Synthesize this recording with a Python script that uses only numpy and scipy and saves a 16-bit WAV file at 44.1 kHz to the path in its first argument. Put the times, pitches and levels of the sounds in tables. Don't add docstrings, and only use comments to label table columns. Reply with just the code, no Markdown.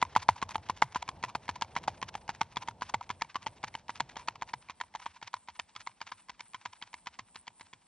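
import sys
import numpy as np
from scipy import signal
from scipy.fft import rfft, irfft, next_fast_len
from scipy.io import wavfile

SR = 44100
rng = np.random.default_rng(int(sys.argv[2]) if len(sys.argv) > 2 else 0)


def transcribe(signal):
    frames = np.atleast_2d(signal).T
    limited = np.clip(frames, -1, 1)
    pcm = np.round(limited * 32767).astype(np.int16)
    wavfile.write(sys.argv[1], SR, pcm)


N = 347067
TIME = np.arange(N) / SR
AGE = np.arange(-1323, 5292) / SR
ROAD_M, SPEED_M_S, NEAREST_S = 4, 2.6, -.5

# start_s, clop_db, crack_db, pitch_hz
HOOF_BEATS = [(0.0262, -20.5, -30.5, 980), (0.1628, -17, -33.5, 933), (0.2892, -14, -33.5, 922),
              (0.426, -29, -37, 1060), (0.5562, -26.5, -36.0, 897), (0.6975, -25, -37.5, 980),
              (0.8231, -16, -26, 897), (0.9588, -25.5, -38.5, 980), (1.0891, -31.5, -35.0, 1034),
              (1.2379, -27.5, -32, 972), (1.3533, -25, -34.5, 907), (1.491, -27, -33, 956),
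              (1.6213, -24, -29, 930), (1.7641, -24.5, -29.5, 976), (1.8804, -21, -32.5, 802),
              (2.0271, -29, -33, 1023), (2.1524, -28.5, -36, 843), (2.2918, -25.5, -31.5, 866),
              (2.4141, -19.0, -26.5, 900), (2.5694, -25.5, -28.5, 975), (2.6849, -26.0, -33.5, 933),
              (2.8206, -25.0, -31, 1000.0), (2.9427, -17.5, -26, 902), (3.1024, -25, -30.5, 1027),
              (3.2197, -21.0, -23.5, 932), (3.3565, -22, -30, 1066), (3.4667, -23.5, -29.5, 896),
              (3.6388, -24.5, -31.5, 923), (3.7515, -28, -30.5, 920.0), (3.8939, -25.5, -33, 950),
              (4.0043, -18.5, -22, 906), (4.1671, -31.0, -36.5, 874), (4.2842, -21.0, -23, 940),
              (4.422, -23, -31, 964), (4.5374, -24.5, -29, 944), (4.6973, -31.5, -37.0, 1025),
              (4.8116, -24.0, -24.5, 970), (4.9507, -25.0, -35.5, 900), (5.0631, -22.5, -35, 975),
              (5.2263, -34.0, -35.5, 930), (5.3405, -20, -28.0, 1010), (5.4856, -32, -37, 965),
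              (5.5964, -28, -23.5, 935), (5.7622, -39, -29, 1024), (5.8723, -24.5, -27.5, 988),
              (6.0146, -28, -27.5, 952), (6.1205, -26.0, -31, 1020.0), (6.295, -31.5, -32, 987),
              (6.4059, -37, -29, 957), (6.5451, -26.5, -30.0, 1023), (6.658, -24, -28, 956),
              (6.8239, -38, -27.5, 950), (6.9408, -32, -29, 970), (7.0702, -27, -26.5, 980.0),
              (7.1928, -28.5, -29, 1044), (7.357, -44.0, -32.5, 1020), (7.4783, -32, -29.5, 963),
              (7.6095, -38, -34.5, 936), (7.7341, -46, -35.5, 1005)]
# toe_lead_s, toe_db, heel_lag_s, heel_re_clop_db, crunch_db, thud_db, lift_lag_s, lift_db
LEG_HABITS = [(.010, -39.5, 0.025, -22, -45, -44.5, 0.027, -58.5),
              (.0104, -41.5, .0075, -9, -36.5, -42, .069, -42.5),
              (0.0043, -37, 0.0072, -15.5, -38.5, -40.5, 0.099, -49),
              (.0102, -39, 0.0043, -11.5, -32, -40, 0.15, -52)]
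# time_s, length_s, hollow_db, scrape_db
HARD_SCUFFS = [(0.227, 0.008, -47, -42), (0.363, 0.0059, -44, -53), (0.492, 0.0025, -44.5, -45),
               (0.511, 0.011, -49, -40.5), (1.025, 0.0028, -35.5, -37.5), (1.292, 0.011, -39, -49),
               (1.56, 0.0035, -38.5, -42.5), (2.088, 0.0064, -50, -37.5), (2.624, 0.008, -35.5, -37),
               (2.898, 0.0042, -36, -37), (3.012, 0.002, -30.0, -46), (3.422, 0.01, -47, -61),
               (3.68, 0.0056, -45, -37), (3.959, 0.0048, -60.5, -37), (4.096, 0.0032, -60, -39.0),
               (4.2, 0.023, -36.5, -37.5), (4.36, 0.0068, -38.0, -40.5), (4.493, 0.015, -42, -39.5),
               (5.001, 0.0049, -42, -40.0), (5.028, 0.011, -40, -38.5), (5.166, 0.0077, -42.0, -42),
               (5.276, 0.004, -40, -32.0), (5.809, 0.011, -52, -34.5), (6.073, 0.007, -46, -33.0),
               (6.733, 0.0043, -40.0, -37.5), (6.874, 0.011, -50.0, -43.5)]
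# pitch_ratio, level_db, t60_s
HOOF_MODES = [(.82, -12.5, .012), (1, 0, .019), (1.02, -22, .05), (1.17, -7, .009), (1.38, -12, .009),
              (2.35, -14, .009)]
SHOE_RINGS = [1741, 2085, 3205, 6170]
# pitch_hz, level_re_thud_db
LEG_KNOCKS = [(240, 1), (345, -7), (470, -4.5)]
# time_s, gain_db
THUD_TREND = [(0, 0.5), (1, -2), (4.1, -2.5), (4.6, -6), (6, -10.5), (7.87, -3)]
# frequency_hz, level_db
CRACK_SPECTRUM = [(30, -67), (350, -10), (600, -20.5), (850, -7.5), (1300, 4), (1700, -1.5), (2300, 2),
                  (2750, 0), (3200, -2.5), (4200, -1.5), (5000, -3.5), (6200, -10), (7200, -7.5),
                  (11000, -44)]
# frequency_hz, level_db
GRIT_SPECTRUM = [(30, -27), (400, -21.5), (630, -10), (1000, -1), (1600, 0), (2250, -1.5), (2750, -2.5),
                 (3200, -4.5), (4300, -7), (6200, -8), (7300, -18), (11000, -49.5)]
# frequency_hz, level_db
SAND_SPECTRUM = [(3000, -38), (6000, -13), (7300, -1), (8600, 0), (10500, -6), (11900, -22)]
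# frequency_hz, level_db
RASP_SPECTRUM = [(5000, -45), (7000, -18), (7900, -6), (8400, 0), (8950, -1), (9300, -13), (9650, -35),
                 (12000, -50)]
# frequency_hz, level_db
SHIMMER_SPECTRUM = [(5000, -40), (7000, -10), (7700, -3), (8300, 0), (8700, -8), (9300, -30), (12000, -45)]
# time_s, gain_db
INSECT_TREND = [(0, -11), (4.5, -3.5), (5.8, 0), (7.87, 0)]
# frequency_hz, level_db
AIR_SPECTRUM = [(20, -21.5), (45, 3.5), (90, -10), (200, 2), (400, -9.5), (600, -8), (950, -1), (1450, -18),
                (2200, -16), (3500, -15.5), (4400, -17), (5600, -16), (7000, -27.5), (9000, -41),
                (12000, -56.5)]
# frequency_hz, level_db
RUMBLE_SPECTRUM = [(20, -16), (45, 1), (90, 3), (150, 1.5), (300, -8), (550, -7), (950, -4), (1500, -32.5),
                   (4000, -61.5), (8000, -48)]
# time_s, level_db
RUMBLE_TREND = [(0, -57.5), (1.4, -57.5), (2.8, -60.5), (4.3, -62.5), (4.7, -67), (5.3, -83), (7.87, -103)]
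# frequency_hz, phase_rad
PORT_PHASE = [(60, .1), (300, .3), (700, .4), (1100, .2), (1700, .15), (2400, .4), (3900, .45), (5000, 1.7),
              (5700, 1.3), (6500, 2.1), (7800, 2.65), (11500, 2.7)]


def horse(field_db=-33, fade_s=.093, onset_s=.0041):
    track = trot()
    for s, length_s, hollow_db, scrape_db in HARD_SCUFFS:
        add(track, s, spreading(s) * scuff(s, length_s, hollow_db, scrape_db))
    t = TIME[:SR // 2]
    scatter = rng.standard_normal(len(t)) * np.exp(-t / fade_s) * (1 - np.exp(-t / onset_s))
    return track + undb(field_db) * signal.fftconvolve(track, scatter / np.linalg.norm(scatter))[:N]


def trot(usual_step_db=-29, force_share=.5, side_on_db=-10, sand_db=-49, lift_s=.0096):
    track = np.zeros(N)
    for k, (s, clop_db, crack_db, hz) in enumerate(HOOF_BEATS):
        lead_s, toe_db, heel_lag_s, heel_db, crunch_db, thud_db, lift_lag_s, lift_db = LEG_HABITS[k % 4]
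        toe_stretch, heel_stretch, lift_stretch = 1 + .1 * rng.standard_normal(3)
        toe_luck, heel_luck, crunch_luck, lift_luck = 1.5 * rng.standard_normal(4)
        force_db = force_share * ((clop_db + crack_db) / 2 - usual_step_db)
        grit_db = force_db + side_on_db * spreading(s) ** 2
        beat = hoof_beat(clop_db, crack_db, hz, lead_s * toe_stretch, toe_db + force_db + toe_luck,
                         heel_lag_s * heel_stretch, clop_db + heel_db + heel_luck,
                         crunch_db + grit_db + crunch_luck, sand_db + force_db - sand_loss_db(s))
        weight = thud(thud_db + force_db + np.interp(s, *np.transpose(THUD_TREND)))
        add(track, s, spreading(s) * (beat + weight))
        scrape_db = lift_db + grit_db + lift_luck
        lift = scuff(s, lift_s, hollow_db=scrape_db - 9, scrape_db=scrape_db)
        add(track, s + lift_lag_s * lift_stretch, spreading(s) * lift)
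    return track


def hoof_beat(clop_db, crack_db, hz, lead_s, toe_db, heel_lag_s, heel_db, crunch_db, sand_db,
              toe_s=.0014, slap_s=.0016, heel_s=.0012, crush_s=.007, settle_s=.07):
    roll = grains(2.5) * (AGE > -lead_s) * np.exp(-np.abs(AGE) / .003) * (AGE < 0)
    toe = grains(1.5) * (fall(-lead_s, toe_s) + .22 * fall(-lead_s, .012) * (AGE < 0))
    slap = grains(1.5) * (fall(0, slap_s) - fall(0, .0005) + .03 * fall(0, .005)) + .06 * roll
    heel = grains(1.5) * fall(heel_lag_s, heel_s)
    crunch = clumps() * (grains(5.5) * fall(.0036, crush_s) + .04 * grains(3) * fall(.006, settle_s))
    push = signal.unit_impulse(len(AGE), np.searchsorted(AGE, -.0005))
    hollow = at_level(hoof_ring(push + .02 * slap + .014 * roll, hz), clop_db)
    hollow += at_level(hoof_ring(heel, hz), heel_db)
    hollow += at_level(hoof_ring(toe, hz), toe_db + 5 - 450 * lead_s)
    hollow += at_level(hoof_ring(crunch, hz), crunch_db - 8)
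    grit = at_level(colour(crunch, GRIT_SPECTRUM), crunch_db)
    grit += at_level(colour(heel, GRIT_SPECTRUM), heel_db - 9)
    iron = at_level(shoe(slap), crack_db) + at_level(shoe(toe), toe_db)
    sand_force = at_level(slap, -4) + at_level(toe, -10) + at_level(crunch, 0)
    sand = at_level(colour(sand_force, SAND_SPECTRUM), sand_db)
    return hollow + iron + grit + sand


def hoof_ring(force, hz, detune=.04, rise_s=.0006, lowest_hz=790):
    t = AGE - AGE[0]
    modes = np.zeros(len(t))
    for ratio, db, t60_s in HOOF_MODES:
        strength, tune = rng.standard_normal(2)
        mode_hz = hz * ratio * (1 + detune * tune * (ratio != 1))
        modes += undb(db + 2 * strength - 60 * t / t60_s) * np.sin(2 * np.pi * mode_hz * t)
    radiate = signal.butter(3, lowest_hz, "high", fs=SR, output="sos")
    response = signal.sosfilt(radiate, modes * (1 - np.exp(-t / rise_s)))
    return signal.fftconvolve(force, response)[:len(AGE)]


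def shoe(force, detune=.04, ring_db=3, spread_db=3.5, width_hz=190):
    iron = force
    for hz in SHOE_RINGS:
        tune, strength = rng.standard_normal(2)
        peak = signal.iirpeak(hz * (1 + detune * tune), hz / width_hz, fs=SR)
        iron = iron + undb(ring_db + spread_db * strength) * signal.lfilter(*peak, force)
    return colour(iron, CRACK_SPECTRUM)


def thud(db, start_hz=190, end_hz=88, glide_s=.014, knock_s=.0028):
    late, tune, stiff, firm = rng.standard_normal(4)
    hz = (end_hz + (start_hz - end_hz) * np.exp(-np.maximum(AGE, 0) / glide_s)) * (1 + .18 * tune)
    swell = np.exp(-.5 * ((AGE - .029 - .004 * late) / .014) ** 2)
    ground_wave = at_level(swell * np.sin(2 * np.pi * np.cumsum(hz) / SR), db - 1 + 2 * firm)
    push = fall(0, knock_s) - fall(0, .00014)
    knocks = sum(at_level(push * np.sin(2 * np.pi * knock_hz * (1 + .1 * stiff) * AGE), db + knock_db)
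                 for knock_hz, knock_db in LEG_KNOCKS)
    return ground_wave + knocks


def scuff(s, length_s, hollow_db, scrape_db):
    drag = grains(3) * clumps() * np.exp(-(np.abs(AGE) / length_s) ** 1.4)
    hollow = at_level(hoof_ring(drag, hz=980), hollow_db)
    scrape = at_level(colour(drag, GRIT_SPECTRUM), scrape_db)
    sand = at_level(colour(drag, SAND_SPECTRUM), scrape_db - 12 - sand_loss_db(s))
    return hollow + scrape + sand


def grains(spread_db):
    clicks = rng.standard_normal(len(AGE))
    clicks *= undb(spread_db * np.minimum(rng.exponential(size=len(AGE)), 6))
    return clicks / clicks.std()


def clumps(spread_db=5, rate_hz=700):
    return undb(spread_db * drift(rate_hz, AGE - AGE[0]))


def loose_grit(level_db=-66, spread_db=7.5):
    return noise(GRIT_SPECTRUM) * spreading(TIME) * undb(level_db + spread_db * drift(60))


def distance(s):
    return np.hypot(ROAD_M, SPEED_M_S * (s - NEAREST_S))


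def spreading(s):
    return ROAD_M / distance(s)


def sand_loss_db(s, db_per_m=.7):
    return db_per_m * (distance(s) - ROAD_M)


def insects(rasp_db=-65, shimmer_db=-74, phrase_hz=3.57, stroke_hz=131):
    phrases = np.cos(np.pi * (phrase_hz * (TIME - 7.32) + .2 * drift(3))) ** 2
    stroke_phase = np.cumsum(stroke_hz * (1 + .1 * drift(25))) / SR % 1
    strokes = colour(rng.standard_normal(N) * np.exp(-2 * stroke_phase), RASP_SPECTRUM)
    shimmer = undb(shimmer_db + 3.5 * drift(16)) * noise(SHIMMER_SPECTRUM)
    rasp = undb(rasp_db + 3 * drift(20)) * phrases * strokes / strokes.std()
    return undb(np.interp(TIME, *np.transpose(INSECT_TREND))) * (rasp + shimmer)


def country_air(air_db=-73):
    rumble_db = np.interp(TIME, *np.transpose(RUMBLE_TREND)) + 2.6 * drift(6)
    air = undb(air_db + 1.3 * drift(1.7)) * noise(AIR_SPECTRUM)
    return air + undb(rumble_db) * noise(RUMBLE_SPECTRUM)


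def undb(db):
    return 10 ** (np.asarray(db) / 20)


def at_level(x, db):
    return x * undb(db) / np.sqrt(np.sum(x ** 2) / 441 + 1e-18)


def at_bins(table, size):
    hz, value = np.transpose(table)
    return np.interp(np.log(np.fft.rfftfreq(size, 1 / SR) + 1), np.log(hz), value)


def colour(x, spectrum):
    size = next_fast_len(len(x) + 1024)
    cepstrum = irfft(np.log(undb(at_bins(spectrum, size))), size)
    cepstrum[1:size // 2] *= 2
    cepstrum[size // 2 + 1:] = 0
    return irfft(rfft(x, size) * np.exp(rfft(cepstrum)), size)[:len(x)]


def noise(spectrum):
    x = colour(rng.standard_normal(N), spectrum)
    return x / x.std()


def drift(rate_hz, t=TIME):
    knots = rng.standard_normal(1000)
    return np.interp(t * rate_hz, np.arange(len(knots)), knots)


def fall(start_s, decay_s):
    return (AGE >= start_s) * np.exp(-np.maximum(AGE - start_s, 0) / decay_s)


def add(track, s, sound):
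    index = np.arange(len(AGE)) + int((s + AGE[0]) * SR)
    inside = (index >= 0) & (index < N)
    track[index[inside]] += sound[inside]


def scene(port_air_db=-77.5):
    spectrum = rfft(horse() + loose_grit() + insects() + country_air())
    turn = np.exp(.5j * at_bins(PORT_PHASE, N))
    ports = np.array([irfft(spectrum * turn, N), irfft(spectrum / turn, N)])
    return ports + undb(port_air_db) * np.array([noise(AIR_SPECTRUM), noise(AIR_SPECTRUM)])


def record(dry, bass_hz=42, top_hz=11900):
    thin = signal.sosfilt(signal.butter(3, bass_hz, "high", fs=SR, output="sos"), dry)
    return signal.sosfilt(signal.ellip(8, .2, 70, top_hz, fs=SR, output="sos"), thin)


dry = scene()
out = record(dry)
transcribe(out)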